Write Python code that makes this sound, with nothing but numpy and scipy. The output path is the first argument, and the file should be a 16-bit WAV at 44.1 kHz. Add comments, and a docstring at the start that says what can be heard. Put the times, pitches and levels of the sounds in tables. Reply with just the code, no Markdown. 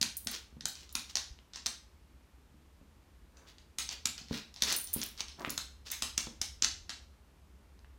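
"""A dog steps, turns and sits on a hardwood floor in a small, live room.
A faint hiss (shaped noise) lies beneath, and a low hum (ringing noise) wavers throughout.
First its claws tick (short tone bursts and broad knocks) and its collar tags clink (noise and ringing modes).
A near-quiet spell of soft thuds (damped board modes) follows, then busier steps with scuffs (shaped noise),
gritty clicks, heavier shoe landings and more clinks; two last faint clacks (a few ringing cycles) close it."""
import sys
import numpy as np
from scipy import signal
from scipy.fft import rfft, irfft
from scipy.io import wavfile
from scipy.ndimage import uniform_filter1d

SR = 44100
rng = np.random.default_rng(int(sys.argv[2]) if len(sys.argv) > 2 else 0)


def transcribe(signal):
    """Save signal, clipped to [-1, 1], as a 16-bit WAV file at the path in sys.argv[1]."""
    frames = np.atleast_2d(signal).T
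    limited = np.clip(frames, -1, 1)
    pcm = np.round(limited * 32767).astype(np.int16)
    wavfile.write(sys.argv[1], SR, pcm)


N = 351918
TIME = np.arange(N) / SR

# steady room noise: f/Hz, relative level/dB per Hz
HISS_SPECTRUM = [(15, -27.5), (25, -29.5), (52, -6), (70, -1), (84, -12), (102, -17.5), (157, -16.5),
                 (229, -17.5), (754, -29), (863, -26.5), (1700, -32), (2760, -34.5), (3620, -37),
                 (14800, -46), (16000, -66.5)]
# slow wavering of the low hum, before its trim: t/s, level/dB
HUM_WAVER = [(0.0, -61), (1.35, -68), (5.67, -61), (6.84, -56.5), (7.18, -66.5), (7.98, -61)]
HISS_DB = -62
HUM_HZ, HUM_T60_S, HUM_TRIM_DB = 65.5, 0.16, 3

# tone of the room's echoes: f/Hz, level/dB
ECHO_COLOUR = [(100, -3), (300, 1.5), (1000, -1), (2000, 0.5), (4100, 0), (5000, -3.5), (6000, -1.5),
               (9000, -3), (16000, -4.5)]
# time for the echoes to fall 60 dB: f/Hz, t60/s
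ECHO_T60 = [(100, 0.36), (800, 0.3), (2000, .37), (4300, 0.38), (6500, 0.35), (16000, 0.28)]

# creaks and clacks of the floor under a shifting weight: t/s, level/dB of the ringing tone, f/Hz
FLOOR_CLACKS = [(1.389, -43, 3000), (5.4478, -20.5, 1310), (5.4485, -24, 2600), (7.792, -46.5, 4700),
                (7.8462, -45.5, 1800)]
# heel clack: level against its thud at the given softness; harder landings clack more
HEEL_HZ, HEEL_DB = 930, -13.5
HEEL_SOFT_HZ, HEEL_DB_PER_OCTAVE = 413, 19

# soles, pads and claws sliding, before the scuff trim: t/s, rms level/dB, swell/s, brightness f/Hz
SLIDES = [(.342, -40, 0.032, 5500), (.82, -56.5, 0.041, 5760), (1.103, -47.5, 0.011, 5900),
          (1.562, -51.5, 0.017, 5540), (3.41, -63, 0.072, 1390), (3.495, -55.5, 0.025, 4800),
          (3.925, -42, 0.019, 5070), (4.185, -51, .013, 4300), (4.355, -40.5, 0.036, 4630),
          (4.653, -38, 0.029, 5660), (4.708, -28.5, 0.036, 5400), (5.0, -49, .07, 4350),
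          (5.202, -41.5, 0.017, 4940), (5.414, -44, 0.024, 1280), (5.467, -43, .018, 2500),
          (5.874, -45, 0.015, 5650), (6.201, -39, .008, 6060)]
# spectrum of the slips: f/Hz, relative level/dB per Hz
SLIP_COLOUR = [(60, -28.5), (300, -2.5), (700, -7), (1500, -1.5), (3000, 2), (6000, 8.5), (16000, 10.5)]
FADE_PER_SWELL = 1.15   # a slide dies away a little more slowly than it builds

# shoes and haunches coming down: t/s, peak level/dB, softness as a cut-off f/Hz
LANDINGS = [(.013, -34.5, 240), (.263, -39.5, 288), (0.526, -48, 290), (.567, -39.5, 291),
            (.637, -43.5, 290), (1.306, -36.5, 51.5), (2.542, -50, 300), (2.813, -47, 360),
            (4.213, -44.5, 300), (4.31, -23, 383), (4.962, -27, 384), (5.389, -40, 595), (5.475, -30, 443),
            (6.27, -33.5, 550)]
# floorboard modes, before random variation: f/Hz, relative level/dB, t60/s
BOARD_MODES = [(59, -12.5, .2), (137, -17.5, 0.03), (167.3, -5.5, .1), (231, 1.5, 0.081), (301, 0, 0.076),
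               (382, -4, 0.048), (445, -4, .05), (531, 0.5, 0.048), (645, -1, 0.012)]
SOLE_LAG_S, SOLE_DB = .0135, -10   # a weaker second thud, as of the sole, follows the first contact
PAD_DB, PAD_SOFT_HZ = -31, 360   # the pad's thud against the claw, and its softness as a cut-off

# tag modes of a free disc, before detuning: f/Hz, relative level/dB, t60/s
DISC_MODES = [(8000, -14, .025), (8720, -15, 0.088), (9336, -5, 0.16), (9300, -21.5, 0.15),
              (9900, -13, 0.13), (11300, -11.5, .1), (11720, -5, 0.048), (12700, -19.5, .03),
              (14100, -17.5, .04), (15500, -23, 0.038), (15400, -12, 0.16)]
# swings of the collar tags: t/s, level/dB of the first bounce before the clash and ring trims,
# ring level/dB (0 when free), gap between bounces/s, loss per bounce/dB
TAG_SWINGS = [(0.1685, -19.5, -6, .004, 3.5), (.2475, -30.5, -12, .003, 27), (0.3136, -24.5, -12, .004, 12),
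              (.683, -27, -14, 0.022, 8), (0.926, -32.5, -17, .004, 12), (4.7633, -17, -1.5, .023, 5.5),
              (4.8415, -25.5, -0.5, .02, 22), (4.932, -22, -4, .002, 14), (4.9376, -12.5, -6, 0.0028, 5),
              (5.036, -21, -10, 0.026, 7.5), (5.5035, -20.5, -10, .004, 17),
              (5.9159, -14.5, -13, 0.0035, 14)]
# pressed together, the tags lose this much more of their ring for each octave below the highest mode
LOW_MODE_DAMPING = 1

# spectrum of a board knock: f/Hz, relative level/dB per Hz
KNOCK_COLOUR = [(100, -23), (480, -13), (800, -1.5), (1500, -0.5), (2500, 2), (4200, 8), (6500, 5),
                (9000, -8.5), (16000, -50)]
# spectrum of a claw's hard edge: f/Hz, relative level/dB per Hz
CRACK_COLOUR = [(4000, -23.5), (8500, -3), (12000, -6.5), (16000, -13)]
# paws landing on their claws: t/s, peak level/dB of the first claw's tick and knock, tick f/Hz,
# hard edge level/dB and room send level/dB (both before trims),
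# roll from first claw to last/s, last claw level/dB against the first
PAW_STEPS = [(0.0146, -8.5, 4740, -5, -2.5, 0.014, 2), (.272, -11, 5500, -5, 0.5, 0.0026, -17),
             (.609, -26, 4520, -21, -0.5, 0.014, -12), (.6562, -11, 6440, -5.5, 0, 0.0032, -28),
             (0.9534, -9, 5400, -2.5, 0, .003, -19), (1.1556, -11.5, 5940, -10, 0, 0.015, -3),
             (1.5356, -28.5, 5060, -44.5, 4, 0.024, 5), (1.6612, -13, 5350, -9, -0.5, 0.0058, 0.5),
             (3.3714, -42.5, 5240, -17, 6, .003, -12), (3.584, -38.5, 3760, -26, 2, .003, -14),
             (3.786, -12.5, 7100, -2, 5.5, 0.0024, -17), (3.8911, -18.5, 5840, -25, 2.5, .021, -9.5),
             (4.0568, -6.5, 6430, -5.5, -2, 0.015, -9.5), (4.542, -33.5, 5930, -5, 0, .004, -19),
             (4.6223, -3.5, 5160, -7.5, -2, 0.014, -9), (4.725, -8, 6170, 4, 0, 0.0023, -9),
             (5.0165, -14.5, 6100, -12, -3, 0.015, -2.5), (5.2064, -14, 4400, -17, -3, 0.0029, -13),
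             (5.4958, -22.5, 6100, -10, 4, .007, -0.5), (5.5783, -11.5, 6200, -6, .5, .003, -22),
             (5.903, -26, 6230, -12, 8, .016, 5), (6.023, -8.5, 5400, -3, 2, .0084, -11),
             (6.1788, -6, 6260, -5, -1.5, 0.0022, -13), (6.4156, -11.5, 5900, -5, 1, 0.0018, -5),
             (6.6238, -6.5, 5900, -16.5, -1.5, 0.022, 2), (6.895, -19, 5300, -18, 3, 0.0084, -6.5)]
MIDDLE_CLAWS_DB = -9.5   # the two middle claws, against the weaker of the first and the last
CLAW_PITCH_SPREAD = .06   # share by which the claws of one paw differ
# spells of shifting about, claws grazing the floor between steps: start t/s, end t/s, typical peak level/dB
GRAZE_SPELLS = [(0.755, 1.1, -30.5), (4.18, 5.3, -31), (5.872, 6.3, -33)]
GRAZE_GAP_S, GRAZE_SPREAD_DB = 0.13, 3
GRAZE_HZ, GRAZE_EDGE_DB, GRAZE_ROOM_DB = 5000, -18, 6

CUTOFF_HZ = 16000
HEADROOM = 0.78   # the microphone rounds peaks towards this height


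def from_db(db):
    """Decibels to gain."""
    return 10 ** (np.asarray(db) / 20)


def rms_one(x):
    """Scale to unit rms."""
    return x / np.sqrt(np.mean(x ** 2) + 1e-20)


def peak_one(x):
    """Scale to unit peak."""
    return x / (np.abs(x).max() + 1e-20)


def at_hz(points, hz):
    """Read a table on a log-frequency axis."""
    points = np.array(points)
    return np.interp(np.log(np.maximum(hz, 1)), np.log(points[:, 0]), points[:, 1])


def add(track, s, sound):
    """Mix a sound into a track from time s on."""
    start = max(0, round(s * SR))
    track[start:start + len(sound)] += sound[:N - start]


def low_pass(x, hz, order=2):
    """Take the treble off."""
    return signal.sosfilt(signal.butter(order, min(hz, SR / 2 - 1), fs=SR, output="sos"), x)


def coloured(x, spectrum):
    """Give a sound a smooth spectrum."""
    gain = from_db(at_hz(spectrum, np.fft.rfftfreq(len(x), 1 / SR)))
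    return irfft(rfft(x) * gain, len(x))


def ring(clicks, hz, t60):
    """A two-pole resonator: a unit click sets a sine of height 1 ringing and dying away."""
    decay = from_db(-60 / (t60 * SR))
    turn = 2 * np.pi * hz / SR
    return signal.lfilter([0, np.sin(turn)], [1, -2 * decay * np.cos(turn), decay * decay], clicks + 1e-18)


def background():
    """Steady room noise; noise through a low resonance gives a hum that wavers."""
    # the first second is dropped so that the hum is already under way
    hum = ring(rng.standard_normal(N + SR), HUM_HZ, HUM_T60_S)
    hum = rms_one(low_pass(hum, 2 * HUM_HZ)[SR:])
    hum *= from_db(HUM_TRIM_DB + np.interp(TIME, *np.transpose(HUM_WAVER)))
    hiss = rms_one(coloured(rng.standard_normal(N), HISS_SPECTRUM))
    return from_db(HISS_DB) * hiss + hum


def room(x, first_s=.0015, build_s=0.0043, sparse_db=6.0, merge_s=0.01):
    """Separate wall echoes merge into a smooth tail whose decay time depends on pitch."""
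    t, response = TIME[:SR], np.zeros(SR)
    edges = np.geomspace(60, 17000, 17)
    # early echoes stand out unevenly; the unevenness fades as they merge
    lumps = from_db(sparse_db * np.minimum(rng.exponential(1, SR), 5) * np.exp(-t / merge_s))
    lumps /= np.sqrt(uniform_filter1d(lumps ** 2, size=300))
    echoes = rng.standard_normal((2, SR)) * lumps * np.clip((t - first_s) / build_s, 0, 1)
    for k, (low, high) in enumerate(zip(edges, edges[1:])):
        hz = np.sqrt(low * high)
        band_filter = signal.butter(2, [low, high], "band", fs=SR, output="sos")
        band = signal.sosfilt(band_filter, echoes[k % 2])
        band *= from_db(-60 * t / at_hz(ECHO_T60, hz))
        # each band carries energy in proportion to its width
        even = np.sqrt(2 * (high - low) / SR / np.sum(band ** 2))
        response += from_db(at_hz(ECHO_COLOUR, hz)) * band * even
    return signal.fftconvolve(x, response)[:N]


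def heels():
    """The harder a footfall, the more it clacks: rows of t/s, level/dB, f/Hz."""
    rows = []
    for s, peak_db, soft_hz in LANDINGS:
        hardness_db = HEEL_DB_PER_OCTAVE * np.log2(soft_hz / HEEL_SOFT_HZ)
        rows.append((s, peak_db + HEEL_DB + hardness_db, HEEL_HZ))
    return rows


def clacks(cycles=9, rasp_db=-9):
    """A board gives way, or a heel strikes, with a snap that rings a few cycles."""
    out, t = np.zeros(N), TIME[:SR // 10]
    for s, level_db, hz in list(FLOOR_CLACKS) + heels():
        t60 = cycles / hz
        tone = ring(signal.unit_impulse(len(t)), hz, t60)
        burst = np.diff(rng.standard_normal(len(t) + 1)) * np.exp(-2 * t / t60)
        rasp = peak_one(low_pass(burst, 1.5 * hz, order=4))
        add(out, s, from_db(level_db) * (tone + from_db(rasp_db) * rasp))
    return out


def scuffs(grain_db=1.5, judder_db=3, sheen_db=-15):
    """Sliding is a dense run of tiny slips that judders, swells and fades; a dull sole keeps a faint sheen."""
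    out, t = np.zeros(N), TIME[:SR]
    for s, level_db, swell, bright_hz in SLIDES:
        grain = np.minimum(rng.exponential(1, len(t)), 2)
        slips = rng.standard_normal(len(t)) * from_db(grain_db * grain)
        judder = rms_one(uniform_filter1d(rng.standard_normal(len(t)), size=130))
        slips *= from_db(judder_db * np.clip(judder, -2, 2))
        slips = coloured(slips, SLIP_COLOUR)
        rub = rms_one(low_pass(slips, bright_hz, order=4)) + from_db(sheen_db) * rms_one(slips)
        lead = min(s, 2 * swell)
        stroke = np.exp(-((t - lead) / np.where(t < lead, swell, FADE_PER_SWELL * swell)) ** 2)
        add(out, s - lead, from_db(level_db) * stroke * rub)
    return out


def grit(rubs, per_s=35, grit_db=23, top_db=-25):
    """While something slides, stray nail tips and specks of dirt tick at random."""
    rubbing = np.sqrt(np.abs(uniform_filter1d(rubs ** 2, size=2000)))
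    sizes = rng.uniform(-1, 1, N)
    clicks = (rng.random(N) < per_s / SR) * sizes
    return coloured(clicks, KNOCK_COLOUR) * np.minimum(rubbing * from_db(grit_db), from_db(top_db))


def pushes():
    """Paws land on their pads, footfalls in two stages: rows of t/s, peak level/dB, softness f/Hz."""
    pads = [(s, peak_db + PAD_DB, PAD_SOFT_HZ) for s, peak_db, *_ in PAW_STEPS]
    soles = [(s + SOLE_LAG_S, peak_db + SOLE_DB, soft_hz) for s, peak_db, soft_hz in LANDINGS]
    return list(LANDINGS) + soles + pads


def footfalls():
    """A soft push sets the boards thudding; the softer it is, the fewer modes answer."""
    out, push = np.zeros(N), signal.unit_impulse(SR // 2)
    for s, peak_db, soft_hz in pushes():
        thud = 0
        for hz, db, t60 in BOARD_MODES:
            mode = ring(push, hz * rng.normal(1, 0.059), t60)
            thud = thud + mode * from_db(db + rng.uniform(-5, 5))
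        add(out, s, from_db(peak_db) * peak_one(low_pass(thud, soft_hz, order=3)))
    return out


def tag_touches(count=4):
    """Each swing ends in a run of ever weaker bounces: rows of t/s, level/dB, ring level/dB."""
    return [(s + k * gap_s, level_db - k * loss_db, free_db)
            for s, level_db, free_db, gap_s, loss_db in TAG_SWINGS for k in range(count)]


def tags(ring_db=-7, clash_s=0.0023, clash_hz=9000, clash_db=-1, detune=0.0044):
    """Thin metal discs clash briefly; their modes ring on unless the discs are pressed together."""
    out, t, blow = np.zeros(N), TIME[:SR // 20], signal.unit_impulse(SR // 3)
    bright = signal.butter(3, clash_hz, "high", fs=SR, output="sos")
    top_hz = max(hz for hz, _, _ in DISC_MODES)
    for s, level_db, free_db in tag_touches():
        burst = rng.standard_normal(len(t)) * np.exp(-t / clash_s)
        clash = peak_one(signal.sosfilt(bright, burst))
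        # the point of contact on the rim decides which modes answer
        answers = np.cos(2 * np.pi * rng.random(len(DISC_MODES)))
        tone = 0
        for answer, (hz, db, t60) in zip(answers, DISC_MODES):
            # discs pressed together ring shorter and thinner; every touch is a little off pitch
            mode = ring(blow, hz * rng.normal(1, detune), t60 * from_db(free_db / 2))
            damping_db = LOW_MODE_DAMPING * free_db * np.log2(top_hz / hz)
            tone = tone + answer * mode * from_db(db + damping_db)
        add(out, s, from_db(level_db + clash_db) * clash)
        add(out, s, from_db(level_db + ring_db + free_db) * tone)
    return out


def claw_touches():
    """Paws roll over four claws, shuffling adds grazes: t/s, peak/dB, f/Hz, edge/dB, room send/dB."""
    touches = []
    for s, peak_db, hz, edge_db, room_db, roll_s, last_db in PAW_STEPS:
        # the middle two touch at random moments during the roll
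        when = [0, *rng.uniform(.15, .85, 2), 1]
        middle_db = min(0, last_db) + MIDDLE_CLAWS_DB
        pitches = [hz, *hz * rng.normal(1, CLAW_PITCH_SPREAD, size=3)]
        for share, db, pitch in zip(when, (0, middle_db, middle_db, last_db), pitches):
            touches.append((s + share * roll_s, peak_db + db, pitch, edge_db, room_db))
    for start, end, peak_db in GRAZE_SPELLS:
        gaps = rng.uniform(.5, 1.5, size=16)
        strengths = rng.standard_normal(size=16)
        times = start + GRAZE_GAP_S * (np.cumsum(gaps) - gaps[0])
        for s, strength in zip(times, strengths):
            if s < end:
                graze_db = peak_db + GRAZE_SPREAD_DB * strength
                touches.append((s, graze_db, GRAZE_HZ, GRAZE_EDGE_DB, GRAZE_ROOM_DB))
    return touches


def claws(skid_db=-22, skid_s=0.00087, spot_db=1.5, width_hz=1250, board_db=-11, crack_db=-5,
          tick_room_db=-10.5, chatter_db=-17, chatter_s=0.0026, knock_room_db=-2.5, chatter_room_db=-23.0):
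    """Each claw gives a short pitched tick, a broad board knock and a bright crack; also two room sends."""
    direct, sends = np.zeros(N), np.zeros((2, N))
    size = 1024
    f, t, lead = np.fft.rfftfreq(size, 1 / SR), TIME[:size], size / 2 / SR
    for s, peak_db, hz, edge_db, room_db in claw_touches():
        tick = np.exp(-((f - hz) / width_hz) ** 2)
        knock = from_db(board_db + at_hz(KNOCK_COLOUR, f))
        knock += from_db(crack_db + edge_db + at_hz(CRACK_COLOUR, f))
        # every spot on the floor colours the knock in its own way
        ripple = np.c_[np.geomspace(500, 16000, num=14), rng.standard_normal(14)]
        knock *= from_db(spot_db * at_hz(ripple, f))
        # the board radiates widely, so the room gets more knock than tick
        spectra = [tick + knock, from_db(tick_room_db) * tick + knock]
        near, wide = np.fft.fftshift(irfft(spectra), axes=1)
        gain = from_db(peak_db) / np.abs(near).max()
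        # the tip skids for a moment before it bites (a decay turned backwards)
        skid = np.convolve(near, rng.standard_normal(size) * np.exp(-t / skid_s))[:size][::-1]
        # and chatters before it settles
        chatter = np.convolve(wide, rng.standard_normal(size) * np.exp(-t / chatter_s))[:size]
        add(direct, s - lead, gain * (from_db(skid_db) * skid + near + from_db(chatter_db) * chatter))
        to_room = from_db(knock_room_db) * wide + from_db(chatter_room_db) * chatter
        add(sends[rng.integers(len(sends))], s - lead, gain * from_db(room_db) * to_room)
    return direct, sends


def scene(claw_room_db=5, tag_room_db=-3, foot_room_db=-4, scuff_room_db=-4, scuff_db=-2):
    """Every source is heard directly and through the room; the claws' two spots have their own echoes."""
    ticks, tick_sends = claws()
    clinks = tags()
    thuds = footfalls() + clacks()
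    rubs = from_db(scuff_db) * scuffs()
    rubs = rubs + grit(rubs)
    room_send = from_db(tag_room_db) * clinks
    room_send += from_db(foot_room_db) * thuds
    room_send += from_db(scuff_room_db) * rubs
    echoes = room(room_send)
    echoes += from_db(claw_room_db) * sum(room(send) for send in tick_sends)
    return (ticks + clinks + thuds + rubs + echoes + background())[None]


def record(dry):
    """A small microphone loses the deepest bass and rounds the sharpest peaks; the top is cut steeply."""
    thin = signal.sosfilt(signal.butter(3, 34, "high", fs=SR, output="sos"), dry)
    rounded = HEADROOM * np.tanh(thin / HEADROOM)
    steep = signal.ellip(10, .2, 80, CUTOFF_HZ, fs=SR, output="sos")
    return signal.sosfilt(steep, rounded)


dry = scene()
out = record(dry)
transcribe(out)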